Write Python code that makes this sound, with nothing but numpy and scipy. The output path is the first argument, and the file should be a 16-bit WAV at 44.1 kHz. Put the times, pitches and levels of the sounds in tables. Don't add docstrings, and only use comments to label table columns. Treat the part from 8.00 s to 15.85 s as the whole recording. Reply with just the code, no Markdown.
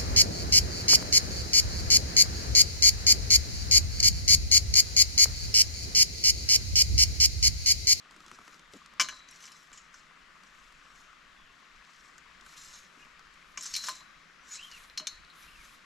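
import sys
import numpy as np
from scipy import signal
from scipy.fft import rfft, irfft, next_fast_len
from scipy.io import wavfile
from scipy.ndimage import uniform_filter1d

SR = 44100
rng = np.random.default_rng(int(sys.argv[2]) if len(sys.argv) > 2 else 0)


def pcm_store(signal):
    levels = np.round(np.clip(np.atleast_2d(signal), -1, 1) * 32767)
    wavfile.write(sys.argv[1], SR, levels.astype(np.int16).T)


N = 346175
SIDES = np.array([[1], [-1]])
POLE_PAN_DB = 2.5


def undb(db):
    return 10 ** (np.asarray(db) / 20)


def level(x, db):
    return x * undb(db) / np.sqrt(np.mean(x ** 2))


def peak(x, db):
    return x * undb(db) / np.abs(x).max()


def pan(db):
    return undb(np.array([db, -db]).reshape(2, -1) / 2)


def curve(rows):
    s, *columns = np.transpose(rows)
    return [np.interp(np.arange(N) / SR, s, column) for column in columns]


def spectrum(rows, hz):
    table_hz, value = np.transpose(rows)
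    return np.interp(np.log(hz), np.log(table_hz), value)


def band(x, hz, width):
    return signal.lfilter(*signal.iirpeak(hz, hz / width, SR), x)


def between(x, lo_hz, hi_hz):
    return signal.sosfilt(signal.butter(4, [lo_hz, hi_hz], "bandpass", fs=SR, output="sos"), x)


def mode(x, hz, t60):
    r = 1000 ** (-1 / (max(t60, .01) * SR))
    return signal.lfilter([.5, 0, -.5], [1, -2 * r * np.cos(2 * np.pi * hz / SR), r * r], x)


def walk(rate, size=N):
    held = np.repeat(rng.standard_normal(int(size * rate / SR) + 3), 8)
    smooth = uniform_filter1d(uniform_filter1d(held, 8), 8)
    return 1.3 * np.interp(np.arange(size) * 8 * rate / SR, np.arange(len(held)), smooth)


def burst(decay_s, size=2000):
    return rng.standard_normal(size) / 2 * np.exp(-np.arange(size) / (SR * max(decay_s, 1e-4)))


def add(out, s, sound):
    i = int(s * SR)
    out[..., i:i + sound.shape[-1]] += sound[..., :N - i]


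# t/s, level/dB
GUST_LEVELS = [(0.0, -78), (0.11, -68), (0.35, -72), (1.05, -71.5), (1.66, -79), (1.68, -70), (3.48, -68),
               (3.63, -80), (3.78, -65), (3.87, -79), (4.28, -68.5), (6.71, -71), (6.75, -61.5),
               (7.08, -73), (7.22, -58.5), (7.3, -76), (7.54, -59.5), (7.85, -71)]


def breeze():
    low_pass = signal.butter(3, 52, fs=SR, output="sos")
    shared, own = signal.sosfilt(low_pass, rng.standard_normal((2, N)))
    pair = shared + 0.17 * own * SIDES
    return level(pair, 0) * undb(curve(GUST_LEVELS)[0] + 2.4 * walk(14)) * pan(-1.6)


# f/Hz, relative level per Hz/dB
CREEK_COLOUR = [(41, -24), (70, -18), (112, -19.5), (156, -2), (390, -11.5), (697, -10), (833, -12.5),
                (1140, 0), (1860, -2.5), (4440, -12.5), (7420, -19.5), (8870, -28.5), (11900, -32.5),
                (14500, -45)]
# f/Hz, likeness [0-1]
CREEK_LIKENESS = [(60, 0.76), (130, 0.81), (290, 0.52), (640, 0.34), (1410, 0.61), (3100, 0.49),
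                  (6820, 0.6), (15000, 0.094)]
# f/Hz, left minus right level/dB
CREEK_LEAN = [(60, -3), (110, -7), (200, -6), (380, -6.5), (700, -0.5), (1290, 6), (2380, 7.5), (4400, 2),
              (8120, 2), (15000, 9)]
# t/s, change of level/dB, extra lean to the left/dB
CREEK_FLOW = [(0, 1.3, -0.5), (1.5, -1.5, 0.5), (4, 0, 1), (6, -0.1, 0.5), (7.85, -0.5, -0.5)]
CREEK_DB = -56.5


def creek(bubbles=220, bubble_db=-9):
    water, swell, size = 0, walk(1.924), next_fast_len(N)
    hz = np.maximum(np.fft.rfftfreq(size, 1 / SR), 1)
    noise = rfft(rng.standard_normal((2, size))) * undb(spectrum(CREEK_COLOUR, hz))
    octave = np.log2(hz)
    for centre_hz in 90 * 2 ** np.arange(0, 7.5, 1 / 3):
        mid, side = noise * np.clip(1 - 3 * np.abs(octave - np.log2(centre_hz)), 0, 1)
        like = np.clip(spectrum(CREEK_LIKENESS, centre_hz), 0, 1)
        pair = np.sqrt(1 + like) * mid + np.sqrt(1 - like) * side * SIDES
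        pair = pan(spectrum(CREEK_LEAN, centre_hz)) * pair
        water = water + undb(0.81 * swell + 1.02 * walk(9)) * irfft(pair, size)[:, :N]

    drops, t = np.zeros(N), np.arange(900) / SR
    for when, pitch, strength in rng.random((int(bubbles * N / SR), 3)):
        f = 1000 * 2.6 ** pitch
        rising_tone = np.sin(2 * np.pi * f * t * (1 + .004 * f * t))
        add(drops, when * N / SR, strength ** 3 * np.exp(-t * f / 6) * rising_tone)

    both = level(water, CREEK_DB) + level(drops, CREEK_DB + bubble_db) * pan(3.4)
    flow_db, lean_db = curve(CREEK_FLOW)
    return both * undb(flow_db) * pan(lean_db)


# t/s, treble level/dB, middle level/dB, thud level/dB
PEBBLE_STEPS = [(0.11, -44.5, -50, -70), (0.1217, -52, -47, -62), (0.163, -47, -43, -57),
                (0.204, -46, -49, -57), (0.263, -43, -41, -56.5), (0.2812, -41.5, -48, -74),
                (0.3147, -41, -34, -50), (0.3887, -59, -37.5, -52), (0.479, -45, -39.5, -57),
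                (0.5436, -45, -49, -57), (0.5939, -44, -55, -61), (0.736, -38, -61, -45),
                (0.8603, -44.5, -45, -73), (0.9366, -53, -49, -63), (2.435, -47, -49, -63),
                (2.7237, -53, -46, -85), (2.9796, -55, -57, -69), (3.13, -64, -45.5, -88),
                (3.5994, -66, -54, -81), (3.8494, -50, -67, -81), (4.0576, -50, -61, -71),
                (4.4102, -44.5, -61, -60), (5.194, -46, -43, -83), (5.34, -48, -64, -80),
                (1.717, -58, -44, -61), (4.97, -62, -54, -55.5), (5.05, -66, -48, -63),
                (7.0, -66, -41, -51)]


def pebbles():
    out = np.zeros(N)
    for s, tick_db, mid_db, thud_db in PEBBLE_STEPS:
        tick = between(burst(0.0024), 2250, 7830) + 0.17 * between(burst(0.0011), 9600, 12000)
        knock = band(burst(0.0015), 1210, 310)
        thud = band(band(burst(0.025), 230, 150), 230, 390)
        for sound, db in (tick, tick_db), (knock, mid_db), (thud, thud_db):
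            add(out, s, peak(sound, db))
    return out * pan(2.1)


# t/s, f/Hz, nominal level/dB
BIRD_CHIRP = [(3.38, 3430, -65), (3.43, 3350, -65), (3.5, 2700, -61)]
# t/s, f/Hz, nominal level/dB
WEAVE_ZIPS = [
    [(6.5, 1547, -58), (6.55, 2080, -54), (6.588, 2593, -54), (6.62, 2990, -47), (6.645, 3195, -52),
     (6.665, 3160, -49), (6.7, 2980, -55), (6.73, 2886, -52), (6.765, 2720, -62), (6.8, 1850, -57.5),
     (6.83, 1569, -65)],
    [(7.36, 1255, -60.5), (7.384, 1627, -57), (7.466, 2657, -62), (7.526, 2941, -57.5), (7.618, 2200, -65),
     (7.66, 1971, -72)],
]


def zips(width_hz=260, clean=0.51, uneven_db=4.5):
    out = np.zeros(N)
    for rows in [*WEAVE_ZIPS, BIRD_CHIRP]:
        hz, db = curve(rows)
        start, end = rows[0][0], rows[-1][0]
        inside = np.interp(np.arange(N) / SR, [start - .02, start, end, end + .02], [0, 1, 1, 0])
        blur = clean + 0.68 * walk(width_hz) + 0.37 * walk(900)
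        tone = np.sqrt(2) * np.sin(2 * np.pi * np.cumsum(hz) / SR)
        out += inside * undb(db + uneven_db * walk(30)) * blur * tone
    return out * pan(0.5)


# start t/s, rise t/s, hold t/s,
# relative slip force level/dB, relative cloth hiss level/dB
PUSHES = [(0.085, 0.03, 0.43, -72, -71), (0.704, 0.022, 0.03, -69.5, -67), (1.013, 0.018, 0.12, -62, -71),
          (1.266, 0.018, 0.082, -67, -72), (1.392, 0.035, 0.041, -60, -61), (1.52, 0.037, 0.091, -69, -71),
          (1.707, 0.037, 0.034, -64.5, -74), (1.896, 0.038, 0.085, -71.5, -80),
          (2.403, 0.045, 0.56, -78, -84), (2.897, 0.096, 0.02, -68, -70), (3.494, 0.036, .25, -82, -81),
          (3.83, 0.042, 0.3, -75, -79), (4.404, 0.068, 0.067, -64, -66), (4.552, 0.016, 0.22, -59, -60.5),
          (4.967, 0.02, 0.02, -77, -78), (5.3, 0.047, 0.43, -79, -74), (5.57, 0.017, .03, -56, -57),
          (5.618, .02, 0.16, -50, -53), (5.76, 0.013, 0.022, -54, -53.5), (5.827, .01, 0.046, -49.5, -52),
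          (5.894, 0.0088, 0.016, -59, -61), (6.41, 0.12, 0.02, -52.5, -57.5),
          (6.589, 0.048, 0.14, -66, -62), (6.732, 0.043, 0.058, -69, -58.5),
          (7.084, 0.017, 0.046, -69, -66), (7.303, 0.06, 0.38, -71, -62)]
STROKE_T60_S, REST_DB = 0.34, -86
UNEVEN_DB = 1.6


def strokes(step=32):
    t = np.arange(0, N, step) / SR
    power = np.ones((2, len(t))) * undb(REST_DB) ** 2
    for s, rise_s, hold_s, *db in PUSHES:
        rise = np.clip((t - s) / max(rise_s, .002), 0, 1) ** 2
        fall = undb(-60 * np.maximum(t - s - rise_s - hold_s, 0) / STROKE_T60_S)
        power += np.outer(undb(db), rise * fall) ** 2
    return np.repeat(np.sqrt(power), step, axis=1)[:, :N] * undb(UNEVEN_DB * walk(22))


# low f/Hz, high f/Hz, relative level/dB
CLOTH_BANDS = [(1030, 4140, -1), (3770, 6600, -15), (7500, 9550, -11.5), (9650, 12570, -7.5)]
# f/Hz, relative level/dB, t60 when free/s
BEND = [(1040, -8, .17), (1195, -2, .06), (1370, -7, .06), (1525, -3, .08), (1670, -4, .06),
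        (1800, -6, .06)]
FLEX = [(2080, -8, .06), (2325, 0, .07), (2600, -9, .06), (2890, -2, .085), (3035, -3, .11),
        (3300, -8, .07)]
RING = [(3662, -7, .08), (3835, -8, .1), (3925, -13, .5), (3960, -16, .7), (4008, -13, .6),
        (4087, -10, .35), (4178, -3, .19), (4245, -7, .28), (4308, -11, .35), (4410, -14, .35)]
BRIGHT = [(4603, -12, .15), (4787, -12, .1), (5030, -8, .07), (5139, -4, .13), (5298, -6, .1),
          (5450, -7, .13), (5592, -7, .13), (5675, -8, .09), (5770, -9, .08), (5888, -4, .1),
          (6068, -6, .13), (6175, -8, .09), (6240, -9, .11), (6434, -6, .14), (6550, -11, .3),
          (6745, -8, .09), (6880, -6, .1), (7090, -5, .08), (7220, -9, .08), (7375, -9, .1),
          (7650, -12, .09)]


def drag(slips=3000, slip_db=2.5, damp=0.34, low_db=-11, ring_db=-4.0, grit_db=-6):
    scrape, hiss = strokes()
    slip = (rng.random(N) < slips / SR) * rng.standard_normal(N) * undb(slip_db * walk(150))
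    slip = level(slip, 0) * scrape

    metal = 0
    for modes, family_db in (BEND, low_db), (FLEX, low_db), (RING, ring_db), (BRIGHT, 0):
        for hz, mode_db, t60 in modes:
            gain = undb(family_db + mode_db / 2 + 3.7 * walk(24)) / np.sqrt(t60)
            metal = metal + gain * mode(slip, hz, damp * t60)
    metal = undb(-34.0) * between(metal, 1100, 8240)
    grit = undb(grit_db) * between(slip, 7000, 8770)

    shared, own = rng.standard_normal((2, N))
    rub = shared + .5 * own * SIDES
    cloth = sum(undb(db + 2.0 * walk(21)) * between(rub, lo, hi) for lo, hi, db in CLOTH_BANDS)
    return (metal + grit) * pan(1.2) + hiss * level(cloth, 0) * pan(1.5)


# start t/s, length t/s, f/Hz, nominal level/dB
POLE_TONES = [(4.565, .04, 7375, -57), (4.74, .05, 2330, -62), (4.985, 0.043, 2500, -56),
              (4.99, 0.036, 2840, -58), (6.4, .05, 6000, -67.5), (6.494, 0.042, 6880, -48),
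              (6.508, .035, 1660, -50.5), (6.53, .025, 7650, -54), (6.55, .11, 6434, -73),
              (5.65, 0.068, 6600, -50), (5.78, .04, 4008, -49), (6.647, .005, 5500, -52),
              (7.0, 0.039, 620, -56.5), (1.4, 0.037, 6240, -59), (1.3, 0.06, 5592, -60)]


def sings(width_hz=70, clean=0.66, edge_s=0.016):
    out, t = np.zeros(N), np.arange(6000) / SR
    for s, length_s, hz, db in POLE_TONES:
        shape = np.clip(np.minimum(t, length_s + edge_s - t) / edge_s, 0, 1)
        waver = clean + 0.42 * walk(width_hz, size=len(t))
        add(out, s, undb(db) * shape * waver * np.sqrt(2) * np.sin(2 * np.pi * hz * t))
    return out * pan(POLE_PAN_DB)


# f/Hz, relative level/dB, t60 when free/s
TOP = [(8110, -3, .07), (8400, -3, .06), (9120, 0, .05), (10350, -3, .06), (11050, -6, .07)]
# low f/Hz, high f/Hz, relative level/dB, t60 when free/s
MODE_SWARMS = [(966, 1950, -6.5, 0.1), (1950, 3600, -6, 0.08), (3500, 4500, -10, 0.04),
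               (4460, 7660, -8, 0.09), (7840, 16000, -5.5, 0.1)]
# t/s, relative level/dB of the bright, bend, flex, ring and top modes,
# favoured bend f/Hz, favoured ring f/Hz, favoured bright f/Hz, share of free ring time [0-1]
KNOCKS = [(0.9973, -21, -25.5, -24, -38, -42, 1380, 4010, 5080, 1),
          (1.0038, -24, -29, -28, -32, -35, 1200, 3660, 7030, 1),
          (1.0116, -20, -33, -24, -36, -33.5, 1510, 3750, 5900, 0.67),
          (1.044, -49, -37.5, -44, -40.5, -55, 1120, 3890, 5130, .98),
          (1.087, -38.5, -33.5, -36.5, -56, -54, 1680, 4140, 6070, 1),
          (1.124, -60, -43.5, -58, -51, -70, 1030, 3945, 5620, 1),
          (1.287, -49, -73, -64, -70, -66, 1600, 3940, 6150, 0.43),
          (1.3105, -56, -76, -75, -68, -54, 1760, 3900, 7400, .3),
          (1.404, -57, -66, -54, -64, -60, 1670, 4040, 5470, 0.63),
          (1.438, -50, -62, -48.5, -73, -62, 1250, 3940, 6000, 1),
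          (1.477, -57, -64, -48.5, -59, -65, 1870, 3940, 5640, .95),
          (1.518, -51, -70, -58, -59, -58, 1530, 3970, 5160, 0.68),
          (1.729, -48.5, -53, -55, -80, -65, 1270, 3940, 7200, 0.98),
          (1.775, -49, -63, -49, -77, -72, 1280, 3940, 6940, 1),
          (1.9416, -52, -50, -62, -80, -64, 1420, 3960, 5970, 0.69),
          (4.1809, -48.5, -52, -56, -75, -66, 1410, 3950, 7240, 0.35),
          (4.463, -61, -46, -60, -62, -61, 1570, 3900, 5060, 0.47),
          (4.575, -48, -67, -53, -58, -57, 1830, 3920, 7400, 0.55),
          (4.735, -51, -52, -62, -51, -65, 1360, 4000, 6450, 1),
          (5.574, -37, -39.5, -35.5, -49, -60, 2310, 3880, 6700, 0.86),
          (5.609, -34.5, -50, -51, -70, -54, 2325, 4000, 7260, 0.57),
          (5.6253, -45, -69, -62, -60, -45, 1660, 4100, 5500, .3),
          (5.632, -42, -67, -62, -60, -44, 1660, 3930, 5070, 0.54),
          (5.739, -29, -57, -37, -37, -44, 2600, 4400, 4620, 0.46),
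          (5.7512, -32, -54, -40, -35, -42, 1640, 4170, 4940, 0.69),
          (5.763, -31, -70, -34.5, -32.5, -32.5, 2325, 4060, 5720, 0.75),
          (5.838, -39, -37.5, -47, -45, -55, 1760, 3930, 5600, 1),
          (5.885, -37, -30.5, -36, -43, -42, 980, 4050, 5740, 0.91),
          (5.892, -41, -50, -51, -34, -46, 1035, 4140, 5550, 0.18),
          (6.0066, -71, -50, -56, -47, -71, 1420, 4070, 5100, 0.26),
          (6.54, -54, -68, -62, -54, -61, 1760, 3945, 5400, 0.65),
          (6.714, -50, -47.5, -52, -56, -61, 1760, 4340, 4700, 0.74),
          (6.899, -54, -54, -68, -53, -70, 1420, 4100, 5000, 0.13),
          (6.9754, -30, -46, -33, -28.5, -44.5, 2325, 4240, 5410, 0.53),
          (6.9767, -42, -58, -52, -43, -52, 2325, 4330, 6300, 1),
          (6.998, -49, -45, -48, -60, -57, 1290, 4180, 6430, 1),
          (7.07, -27, -45, -31.5, -32.5, -42.5, 2325, 3660, 6220, 0.48),
          (7.083, -54, -54, -56, -48, -56, 1680, 4330, 6550, 1),
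          (7.2485, -56, -67, -64, -45.5, -74, 1390, 3662, 4930, 0.08),
          (7.301, -70, -60, -70, -51, -66, 1090, 3835, 5490, 0.39)]
THUD_UNDER_BEND_DB = -17


def clinks(spot_db=1.0, chatter_s=0.0053, favour_db=11, crack_db=12, ring_crack_db=14,
           swarm_favour=2.35, wide=0.29, size=16000):
    out = np.zeros((2, N))
    for s, bright_db, bend_db, flex_db, ring_db, top_db, bend_hz, ring_hz, bright_hz, free in KNOCKS:
        free = np.clip(free, .05, 1)
        push = burst(chatter_s, size=size)
        push[0] += 14
        push /= np.sqrt(np.sum(push ** 2))

        thud = band(burst(0.024, size=size), 636, 58)
        thud = thud + 0.59 * band(band(burst(0.032, size=size), 220, 180), 224, 240)
        sound, side = peak(thud, bend_db + THUD_UNDER_BEND_DB), 0

        families = (BEND, FLEX, RING, BRIGHT, TOP)
        levels_db = (bend_db, flex_db, ring_db, bright_db, top_db)
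        for modes, db, (lo_hz, hi_hz, swarm_db, swarm_t60) in zip(families, levels_db, MODE_SWARMS):
            hz, weight_db, t60 = np.transpose(modes)
            near = np.exp(-((hz - bend_hz) / 150) ** 2)
            near += np.exp(-((hz - ring_hz) / 70) ** 2)
            near += np.exp(-((hz - bright_hz) / 350) ** 2)
            weight = undb(weight_db + favour_db * near + spot_db * rng.standard_normal(len(hz)))
            weight *= rng.choice([-1, 1], len(hz)) / np.sqrt(np.sum(weight ** 2))

            kept = free ** 0.77 if modes is RING else free
            clear = sum(g * mode(push, f, kept * t) for g, f, t in zip(weight, hz, t60))
            clear *= 1 + .15 * walk(72, size=size) + .25 * walk(22, size=size)

            decay_s = free * swarm_t60 / np.log(1000)
            swarm, echo = (between(burst(decay_s, size=size), lo_hz, hi_hz) * np.sqrt(SR / (hi_hz - lo_hz))
                           for _ in range(2))
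            swarm = swarm + swarm_favour * band(swarm, bright_hz, 1300)
            sound = sound + undb(db) * (clear + undb(swarm_db) * swarm)
            side = side + undb(db + swarm_db) * (wide * echo + .15 * (modes is TOP) * swarm)

        crack_gain = undb(max(bright_db + crack_db, ring_db + ring_crack_db)) / np.sqrt(free)
        sound = sound + crack_gain * between(burst(0.00016, size=size), 1700, 6000)
        add(out, s, sound + side * SIDES)
    return out * pan(POLE_PAN_DB)


def scene():
    near = clinks() + sings() + drag() + zips() + pebbles()
    tail = rng.standard_normal((2, 12000)) * np.exp(-np.arange(12000) / (SR * .05))
    blur = undb(-48.5) * signal.fftconvolve(near, tail, axes=1)[:, :N]
    return near + blur + creek() + breeze()


EDGE_HZ, TOP_HZ = 13650, 15600


def record(dry):
    soft = signal.sosfilt(signal.ellip(5, .5, 26, EDGE_HZ, fs=SR, output="sos"), dry)
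    return signal.sosfilt(signal.ellip(8, .2, 70, TOP_HZ, fs=SR, output="sos"), soft)


dry = scene()
out = record(dry)
pcm_store(out)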